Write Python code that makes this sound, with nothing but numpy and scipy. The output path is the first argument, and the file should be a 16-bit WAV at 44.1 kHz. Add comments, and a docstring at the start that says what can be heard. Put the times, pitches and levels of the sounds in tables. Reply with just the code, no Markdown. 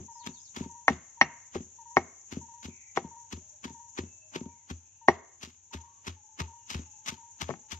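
"""Heavy pounding, about three strokes a second: a stone pestle crushes olives in a stone mortar.
The mortar stands on the ground close to the microphones, a little to the left.
Each stroke is a swarm of wet bursts, a band-passed thud and a low boom; a few crack stone on stone in ringing modes.
Behind it insects hiss as narrow coloured noise above still air, and distant birds repeat a hollow three-note call
of nearly pure tones; the whistles of other far birds are blurred glides."""
import sys
import numpy as np
from scipy import signal
from scipy.fft import rfft, irfft, next_fast_len
from scipy.io import wavfile
from scipy.ndimage import uniform_filter1d, minimum_filter1d

SR = 44100
rng = np.random.default_rng(int(sys.argv[2]) if len(sys.argv) > 2 else 0)


def wav_out(sig):
    """Save sig, one row per channel (or a flat mono array), as 16-bit PCM at SR to the path in sys.argv[1]."""
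    wavfile.write(sys.argv[1], SR, np.round(np.clip(np.atleast_2d(sig).T, -1, 1) * 32767).astype(np.int16))


N = 343539
TIME = np.arange(N) / SR

# Levels in the event tables stand before each layer's own trim; spectra are relative.
# strokes of the pestle:
# (time [s], crunch level [dB], squash time [s], thud level [dB], thud pitch [Hz], boom level [dB])
STROKES = [(-0.03, -45.5, 0.0079, -22, 380, -41.5), (0.266, -40, .014, -36.5, 214, -51),
           (0.567, -39, 0.032, -35, 238, -48.5), (0.883, -29, 0.0021, -24.5, 357, -54),
           (1.214, -41.5, 0.0034, -24, 262, -51.5), (1.552, -42, 0.021, -26.5, 409, -41.5),
           (1.969, -38, .004, -24.5, 230, -44), (2.321, -42.5, 0.026, -34, 250, -46),
           (2.648, -39, 0.01, -39, 217, -43.5), (2.972, -38.5, 0.0089, -25.5, 410, -62.5),
           (3.328, -35.5, 0.0075, -36.5, 233.4, -40), (3.649, -33.5, 0.0063, -33.5, 238, -50),
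           (3.985, -35.5, 0.0084, -26.5, 280, -39), (4.355, -35.5, 0.013, -29, 334, -57),
           (4.705, -38, 0.0091, -34, 204, -38), (5.085, -31, 0.0026, -24, 186, -41.5),
           (5.430, -44, 0.035, -43.5, 188, -51.5), (5.743, -31, 0.0062, -36, 230, -39),
           (6.073, -39.5, 0.023, -36, 223, -39), (6.403, -30.5, 0.0094, -32, 142, -34.5),
           (6.707, -37, 0.026, -47, 200, -54), (6.747, -28.5, 0.0025, -31.5, 164, -33),
           (7.084, -30.5, 0.017, -43.5, 152, -54), (7.418, -31.5, 0.0092, -37, 160, -39.5),
           (7.488, -51, 0.034, -23, 520, -58), (7.723, -36, 0.01, -41.5, 210, -42.5)]
# the pestle slips off a fruit and lands again: (time of thud [s], thud level [dB])
SLIPS = [(0.290, -37), (0.608, -28), (0.66, -36.5), (0.904, -22), (1.605, -36.5), (2.37, -29.5),
         (2.684, -37.5), (3.047, -35.5), (3.376, -44.5), (3.704, -42), (4.035, -38), (4.413, -33.5),
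         (4.461, -37), (5.474, -47.5), (6.793, -36), (7.123, -39.5)]
# bursting olive flesh: (frequency [Hz], density [dB per Hz])
FLESH_SPECTRUM = [(200, 2), (500, -12.5), (1000, -1.5), (1700, -5), (2900, -3.5), (4600, -10), (6400, -5.5),
                  (7300, -13), (8500, -24), (11000, -28.5), (15500, -30)]
# quick reflections close around the mortar: (frequency [Hz], density [dB per Hz])
BOWL_ECHO_SPECTRUM = [(130, -2.5), (350, -1.5), (550, 0), (900, 2), (1400, -5), (2100, -4), (2900, -1.5),
                      (4200, 3.5), (6000, -11), (10000, -15.5)]
# faint open-air tail: (frequency [Hz], density [dB per Hz])
YARD_ECHO_SPECTRUM = [(120, -11), (350, -1), (800, -4.5), (1400, -2), (1880, -4.5), (2350, 0.5), (3000, -5),
                      (4000, -7), (6000, -30.5)]
# where the mortar sits: (time [s], left over right [dB])
MORTAR_PAN = [(0, 2.5), (5.1, 3), (6.3, 2.5), (7, 3.5), (7.7, 9)]
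# insect hiss: (frequency [Hz], density [dB per Hz])
INSECT_SPECTRUM = [(2820, -85.5), (4800, -54.5), (5060, -44.5), (5620, -14), (6180, -2), (6500, 0),
                   (6810, 0.5), (7310, -6), (8340, -44), (8610, -55), (9000, -57), (11700, -89),
                   (19800, -120)]
# insect chorus: (time [s], level [dB])
CHORUS_LEVEL = [(0.0, -55), (0.63, -54.5), (1.13, -57.5), (1.67, -55), (2.08, -56.5), (2.32, -55),
                (4.06, -56.5), (4.34, -58), (5.19, -61.5), (6.33, -60), (6.62, -56.5), (7.79, -57.5)]
# still air: (frequency [Hz], density [dB per Hz])
AIR_SPECTRUM = [(15, -47), (25, -20), (69, -4), (92, 3.5), (168, -14.5), (446, -20.5), (711, -22),
                (887, -8), (1160, -30), (1650, -22), (1840, -22), (1970, -26), (2630, -19.5), (4380, -27),
                (5000, -33.5), (6500, -54), (11000, -120)]
# a bird repeats its call: (time [s], level [dB])
BIRD_CALLS = [(0.081, -50.5), (0.622, -52), (1.170, -54.5), (1.783, -52.5), (2.41, -53.5), (3.038, -52),
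              (3.672, -53.5), (4.358, -57.5), (5.011, -55.5), (5.708, -57), (6.406, -54.5), (7.102, -56),
              (7.742, -59)]
# notes of a call: (time from its start [s], length [s], fall in pitch [share])
CALL_NOTES = [(0, 0.059, 0.071), (0.071, 0.061, .06), (0.123, .105, 0.016)]
# whistles and coos of other far birds:
# (time [s], length [s], start pitch [Hz], end pitch [Hz], level [dB], hoarseness [share of the pitch])
WHISTLES = [(0.115, 0.092, 5630, 4930, -59, 0.12), (0.193, 0.052, 4690, 2700, -54, 0.12),
            (0.333, 0.049, 4650, 3190, -54, 0.11), (0.382, 0.087, 4970, 5830, -55.5, .1),
            (0.443, 0.036, 5130, 3400, -57, .1), (2.658, 0.27, 2464, 2147, -58, 0.26),
            (3.376, 0.262, 608, 595, -67, 0.052), (3.901, 0.45, 2678, 2632, -65, 0.0202),
            (4.078, 0.28, 630, 610, -75, .06), (4.455, .19, 2410, 2040, -68.5, 0.088),
            (4.816, .24, 2500, 2792, -72, 0.17), (5.782, .22, 1037, 1143, -63.5, 0.1),
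            (6.539, .46, 2870, 2670, -68, 0.09)]
# stone meets stone: (time [s], level [dB], hardness [dB per octave])
CRACKS = [(0.8808, -2.5, 4), (1.2125, -1, 9), (1.5550, -25, -19), (1.9684, -0.5, -1.5), (2.9731, -9, -2),
          (5.084, 3.5, -2.5), (7.4921, -32, -11), (7.502, -25, -7.5), (7.5065, -24, -5),
          (7.538, -33.5, 0.5)]
# ringing modes of mortar and pestle: (frequency [Hz], level [dB], time to fall 60 dB [s])
STONE_MODES = [(190, -27, .04), (350, -20, .065), (410, -21, .05), (670, -16, .022), (797, -17, .07),
               (905, -16, .04), (1030, -14, .025), (1315, -23, .035), (1550, -15, .016), (1868, -15, .028),
               (2130, -18, .03), (2400, -22, .014), (3050, -35, .016), (3770, -38, .02), (5720, -27, .08)]
# how strongly a crack drives the modes: (frequency [Hz], drive [dB])
CONTACT_DRIVE = [(400, 1), (800, -3), (1900, 5), (5700, -6)]

FLESH_LAG_S, STONE_LAG_S = .00037, .00014   # delay of the right side
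# the crunch swells with this share of the squash as time constant, at most this long
SINK_SHARE, SINK_MAX_S = 0.87, 0.0097
# the crunch is neutral at this thud level, and loses treble (dB per dB) as blows land harder
WET_THUD_DB, DULLING = -36.5, 0.96
THUD_LAG_S, BOOM_LAG_S = .004, .004   # after the height of the crunch
# a slip's thud pitch, boom and crunch relative to its thud, and squash time
SLIP_HZ, SLIP_BOOM_DB, SLIP_CRUNCH_DB, SLIP_SQUASH_S = 208, -17.5, -20, 0.0023
AIR_DB = -70
CALL_HZ, CALL_SAG_HZ_PER_S = 955.6, 1.9   # the notes start here, a little lower as the bird goes on
NOTE_ATTACK_S, NOTE_RELEASE_S, NOTE_FADE_DB_PER_S = 0.0077, 0.013, 100
# a farther bird answers every call that starts after ANSWER_FROM_S
ANSWER_FROM_S, ANSWER_LAG_S = 5.5, .454
ANSWER_HZ, ANSWER_DB = 880, -66.5   # level before the birds' trim
HARDNESS_LOW_HZ, HARDNESS_HIGH_HZ = 410, 1940   # hardness tilts the ring between these
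CEILING, LIMITER_S, STOPBAND_HZ = .99, .0008, 16300   # full scale is 1


def from_db(db):
    """Decibels to gain."""
    return 10 ** (np.asarray(db) / 20)


def rms_one(x):
    """Scale to unit power."""
    return x / np.sqrt(np.mean(x ** 2) + 1e-20)


def curve(rows, t=TIME):
    """Join rows by straight lines in time, one array a column."""
    s, *columns = np.transpose(rows)
    return [np.interp(t, s, c) for c in columns]


def add(track, s, sound):
    """Mix a short sound in at a given time, cut at the ends of the track."""
    i = round(s * SR)
    sound, i = sound[max(-i, 0):], max(i, 0)
    track[i:i + len(sound)] += sound[:max(N - i, 0)]


def band(x, low_hz, high_hz):
    """Causal band-pass."""
    edges = [low_hz, min(high_hz, .45 * SR)]
    return signal.sosfilt(signal.butter(2, edges, "band", fs=SR, output="sos"), x)


def colour(x, spectrum):
    """Weight a noise with a spectrum drawn on log frequency; rms 1."""
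    hz, db = np.transpose(spectrum)
    length = x.shape[-1]
    size = next_fast_len(length)
    log_hz = np.log(np.maximum(np.fft.rfftfreq(size, 1 / SR), 1))
    gain = from_db(np.interp(log_hz, np.log(hz), db, left=-90, right=-90))
    return rms_one(irfft(rfft(x, size) * gain, size)[..., :length])


def wander(rate, size):
    """Slow chance: random knots of spread 1, `rate` a second, joined by straight lines."""
    knots = np.arange(size) / SR * rate
    count = int(knots[-1]) + 2
    return np.interp(knots, np.arange(count), rng.standard_normal(count))


def wide_noise(alike, size=N):
    """Two white noises that share a part of their power."""
    alike = np.clip(alike, 0, 1)
    shared = rng.standard_normal(size)
    return np.sqrt(alike) * shared + np.sqrt(1 - alike) * rng.standard_normal((2, size))


def pan(x, left_db):
    """Tip the sound towards the left by a level difference."""
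    return x * from_db(np.array([[.5], [-.5]]) * left_db)


def at_ears(x, lag_s):
    """A source left of centre: the right side hears it a little later."""
    return np.array([x, np.interp(TIME - lag_s, TIME, x)])


def blows():
    """Every landing of the pestle, in the columns of STROKES; a slip is a small stroke of its own."""
    slips = [(s - THUD_LAG_S, db + SLIP_CRUNCH_DB, SLIP_SQUASH_S, db, SLIP_HZ, db + SLIP_BOOM_DB)
             for s, db in SLIPS]
    return list(STROKES) + slips


def crunch(bursts_per_s=3000, spread_db=3.0, scatter_db=-3, clump_db=4.0, seep_db=-18, seep_s=0.042):
    """Cells burst in clumps, a swarm that swells as the pestle sinks in; the pulp crackles on as it settles."""
    sizes = from_db(spread_db * np.minimum(rng.exponential(1, N), 4)) * rng.choice([-1, 1], N)
    bursts = sizes * (rng.random(N) < bursts_per_s / SR)
    grains = at_ears(colour(bursts, FLESH_SPECTRUM), FLESH_LAG_S)
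    grains = grains + from_db(scatter_db) * colour(wide_noise(0), FLESH_SPECTRUM)   # scattered inside the bowl
    grains = rms_one(grains * from_db(clump_db * wander(260, N)))
    bright = signal.sosfilt(signal.butter(1, 2700, "high", fs=SR, output="sos"), grains)
    dull_power, bright_power = np.zeros(N), np.zeros(N)
    t = np.arange(-SR // 10, SR // 3) / SR   # 0 is the height of the crunch
    after = np.maximum(t, 0)
    for s, db, squash_s, thud_db, _, _ in blows():
        bright_db = DULLING * (WET_THUD_DB - thud_db)
        swell = np.exp(np.minimum(t, 0) / min(SINK_SHARE * squash_s, SINK_MAX_S))
        squash = np.exp(-after / squash_s)
        seep = from_db(seep_db) * np.exp(-after / seep_s)
        shape = swell * np.hypot(squash, seep)
        add(dull_power, s + t[0], (shape * from_db(db - bright_db / 2)) ** 2)
        add(bright_power, s + t[0], (shape * from_db(db + bright_db / 2)) ** 2)
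    return (grains - bright) * np.sqrt(dull_power) + bright * np.sqrt(bright_power)


def thuds(width=1.343, level_db=2, hollow_hz=365, hollow_db=-17, hollow_t60=0.14, shudder_db=-16, shudder_s=0.031):
    """The fruit gives way, the blow lands in two or three slow cycles, the bowl answers and the base shudders."""
    out, t = np.zeros(N), np.arange(SR // 6) / SR
    hollow = np.sin(2 * np.pi * hollow_hz * t) * from_db(hollow_db - 60 * t / hollow_t60)
    hollow *= 1 - np.exp(-t / 0.001)
    for s, _, _, db, hz, _ in blows():
        knock = band(signal.unit_impulse(len(t)), hz / width, hz * width)
        knock = band(knock, 95, 900)
        knock /= np.abs(knock).max()
        shudder = rms_one(band(rng.standard_normal(len(t)), 125, 280)) * np.exp(-t / shudder_s)
        thud = knock + hollow + from_db(shudder_db) * shudder
        add(out, s + THUD_LAG_S, from_db(db + level_db) * thud)
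    return out


def booms(hz=83, build_s=0.019, level_db=10.0, scatter=.025, t60=.2):
    """The mortar's weight bounces on the ground, a low note that builds and dies."""
    out, t = np.zeros(N), np.arange(SR // 3) / SR
    for s, *_, db in blows():
        note = np.sin(2 * np.pi * hz * (1 + scatter * rng.standard_normal()) * t)
        envelope = from_db(db + level_db - 60 * t / t60) * (1 - np.exp(-t / build_s))
        add(out, s + BOOM_LAG_S, envelope * note)
    return out


def yard(x, early_db=-17, early_t60=0.081, late_db=-33, late_t60=.55):
    """Quick reflections from bowl, hands and ground, then a faint open-air tail, as decaying noise."""
    t = np.arange(SR * 3 // 4) / SR
    early = colour(wide_noise(1.0, len(t)), BOWL_ECHO_SPECTRUM)
    early = early * from_db(early_db - 60 * t / early_t60) / np.sqrt(early_t60)
    late = colour(wide_noise(0.45, len(t)), YARD_ECHO_SPECTRUM)
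    late = late * from_db(late_db - 60 * t / late_t60) / np.sqrt(late_t60)
    response = (early + late) * (1 - np.exp(-t / 0.0014)) * np.sqrt(14 / SR)
    return signal.fftconvolve(x[None], response, axes=1)[:, :N]


def background(insect_db=1.5, flutter_db=2.0, air_follows=.4):
    """Many insects merge into one narrow hiss above the still air, which hushes a little when they do."""
    chorus_db, = curve(CHORUS_LEVEL)
    insects = colour(wide_noise(0.026), INSECT_SPECTRUM)
    insects = insects * from_db(chorus_db + insect_db + flutter_db * wander(60, N))
    air_db = AIR_DB + air_follows * (chorus_db - chorus_db.mean()) + 1.2 * wander(4, N)
    air = colour(wide_noise(0.8), AIR_SPECTRUM) * from_db(air_db)
    return pan(insects, left_db=4.0) + pan(air, left_db=0.74)


def call(hz, octave_db=-29, waver=.003):
    """Three nearly pure notes, each swelling quickly, then fading as its pitch falls."""
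    out = np.zeros(N)
    for start_s, length_s, fall in CALL_NOTES:
        t = np.arange(int(length_s * SR)) / SR
        pitch = hz * (1 - fall * t / length_s + waver * wander(50, len(t)))
        phase = 2 * np.pi * np.cumsum(pitch) / SR
        gate = np.clip(np.minimum(t / NOTE_ATTACK_S, (length_s - t) / NOTE_RELEASE_S), 0, 1)
        envelope = np.sin(np.pi / 2 * gate) ** 2 * from_db(-NOTE_FADE_DB_PER_S * t)
        add(out, start_s, envelope * (np.sin(phase) + from_db(octave_db) * np.sin(2 * phase)))
    return out[:SR // 2]


def calling_birds(level_db=5.0, echo_s=.135, echo_db=-15, reverb_db=-15, reverb_t60=0.44):
    """One bird calls and later another answers, with an echo and a wash from the trees."""
    direct = np.zeros(N)
    for s, db in BIRD_CALLS:
        add(direct, s, from_db(db + level_db) * call(CALL_HZ - CALL_SAG_HZ_PER_S * s))
        if s > ANSWER_FROM_S:
            add(direct, s + ANSWER_LAG_S, from_db(ANSWER_DB + level_db) * call(ANSWER_HZ))
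    out = direct.copy()
    add(out, echo_s, from_db(echo_db) * direct)
    size = SR // 2
    trees = wide_noise(0.25, size) * from_db(-60 * TIME[:size] / reverb_t60)
    wash = signal.fftconvolve(out[None], rms_one(trees) / np.sqrt(size), axes=1)[:, :N]
    return pan(out + from_db(reverb_db) * wash, left_db=5.0)


def whistling_birds(level_db=-3, smear_s=0.026):
    """Far glides, blurred by slow random modulation and smeared by the foliage."""
    out = np.zeros(N)
    for s, length_s, start_hz, end_hz, db, hoarse in WHISTLES:
        hz = np.linspace(start_hz, end_hz, int(length_s * SR))
        blur_hz = hoarse * hz.mean()
        blur = wander(blur_hz, len(hz)) + 1j * wander(blur_hz, len(hz))
        glide = np.real(blur * np.exp(2j * np.pi * np.cumsum(hz) / SR))
        add(out, s, from_db(db + level_db) * signal.windows.tukey(len(hz), .3) * glide)
    size = SR // 5
    leaves = rms_one(wide_noise(0.081, size) * np.exp(-TIME[:size] / smear_s)) / np.sqrt(size)
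    return signal.fftconvolve(out[None], leaves, axes=1)[:, :N]


def cracks(clack_hz=900, clack_s=.0016, clack_db=-4.5, contact_s=0.00021, detune=.006,
           grit_db=-16, grit_s=.005, grit_octaves=1.9, snap_db=-13, snap_s=0.0011, snap_octaves=.6):
    """Stone stops stone in a snap and a short clack and rings the modes; a harder contact favours the high ones."""
    out, t = np.zeros(N), np.arange(SR // 4) / SR
    hz, mode_db, t60 = np.transpose(STONE_MODES)
    contact_hz, contact_db = np.transpose(CONTACT_DRIVE)
    drive_db = mode_db + np.interp(np.log(hz), np.log(contact_hz), contact_db)
    octaves = np.log2(np.clip(hz, HARDNESS_LOW_HZ, HARDNESS_HIGH_HZ) / clack_hz)
    signs = (-1) ** np.arange(len(hz))
    decay = from_db(-60 * t / t60[:, None])
    clack = np.sin(2 * np.pi * clack_hz * t) * np.sin(np.pi / 2 * np.minimum(t / clack_s, 2)) ** 2
    for s, db, hardness in CRACKS:
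        gain = from_db(drive_db + hardness * octaves + 2 * rng.standard_normal(len(hz))) * signs
        pitch = hz * (1 + detune * rng.standard_normal(len(hz)))
        ring = gain @ (np.sin(2 * np.pi * pitch[:, None] * t) * decay)
        noise = rng.standard_normal(len(t))
        grit = band(noise, 2350, 3000) * np.exp(-t / grit_s) * from_db(grit_db + hardness * grit_octaves)
        snap = band(noise, 2600, 5200) * np.exp(-t / snap_s) * from_db(snap_db + hardness * snap_octaves)
        struck = (ring + grit + snap) * (1 - np.exp(-t / contact_s))
        add(out, s, from_db(db) * (struck + from_db(clack_db) * clack))
    return out


def scene():
    """The mortar stands close by, a little to the left, with insects and birds behind it."""
    near = crunch() + at_ears(cracks() + thuds(), STONE_LAG_S)
    pan_db, = curve(MORTAR_PAN)
    mortar = pan(near, pan_db) + pan(booms(), left_db=1.8) + yard(near[0])
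    return mortar + calling_birds() + whistling_birds() + background()


def record(dry):
    """A fast limiter holds the hardest peaks near full scale; a steep low-pass cuts the top."""
    size = max(int(LIMITER_S * SR), 3)
    gain = CEILING / np.maximum(np.abs(dry), CEILING)
    held = dry * uniform_filter1d(minimum_filter1d(gain, size), size)
    return signal.sosfilt(signal.cheby2(14, 60, STOPBAND_HZ, fs=SR, output="sos"), held)


dry = scene()
out = record(dry)
wav_out(out)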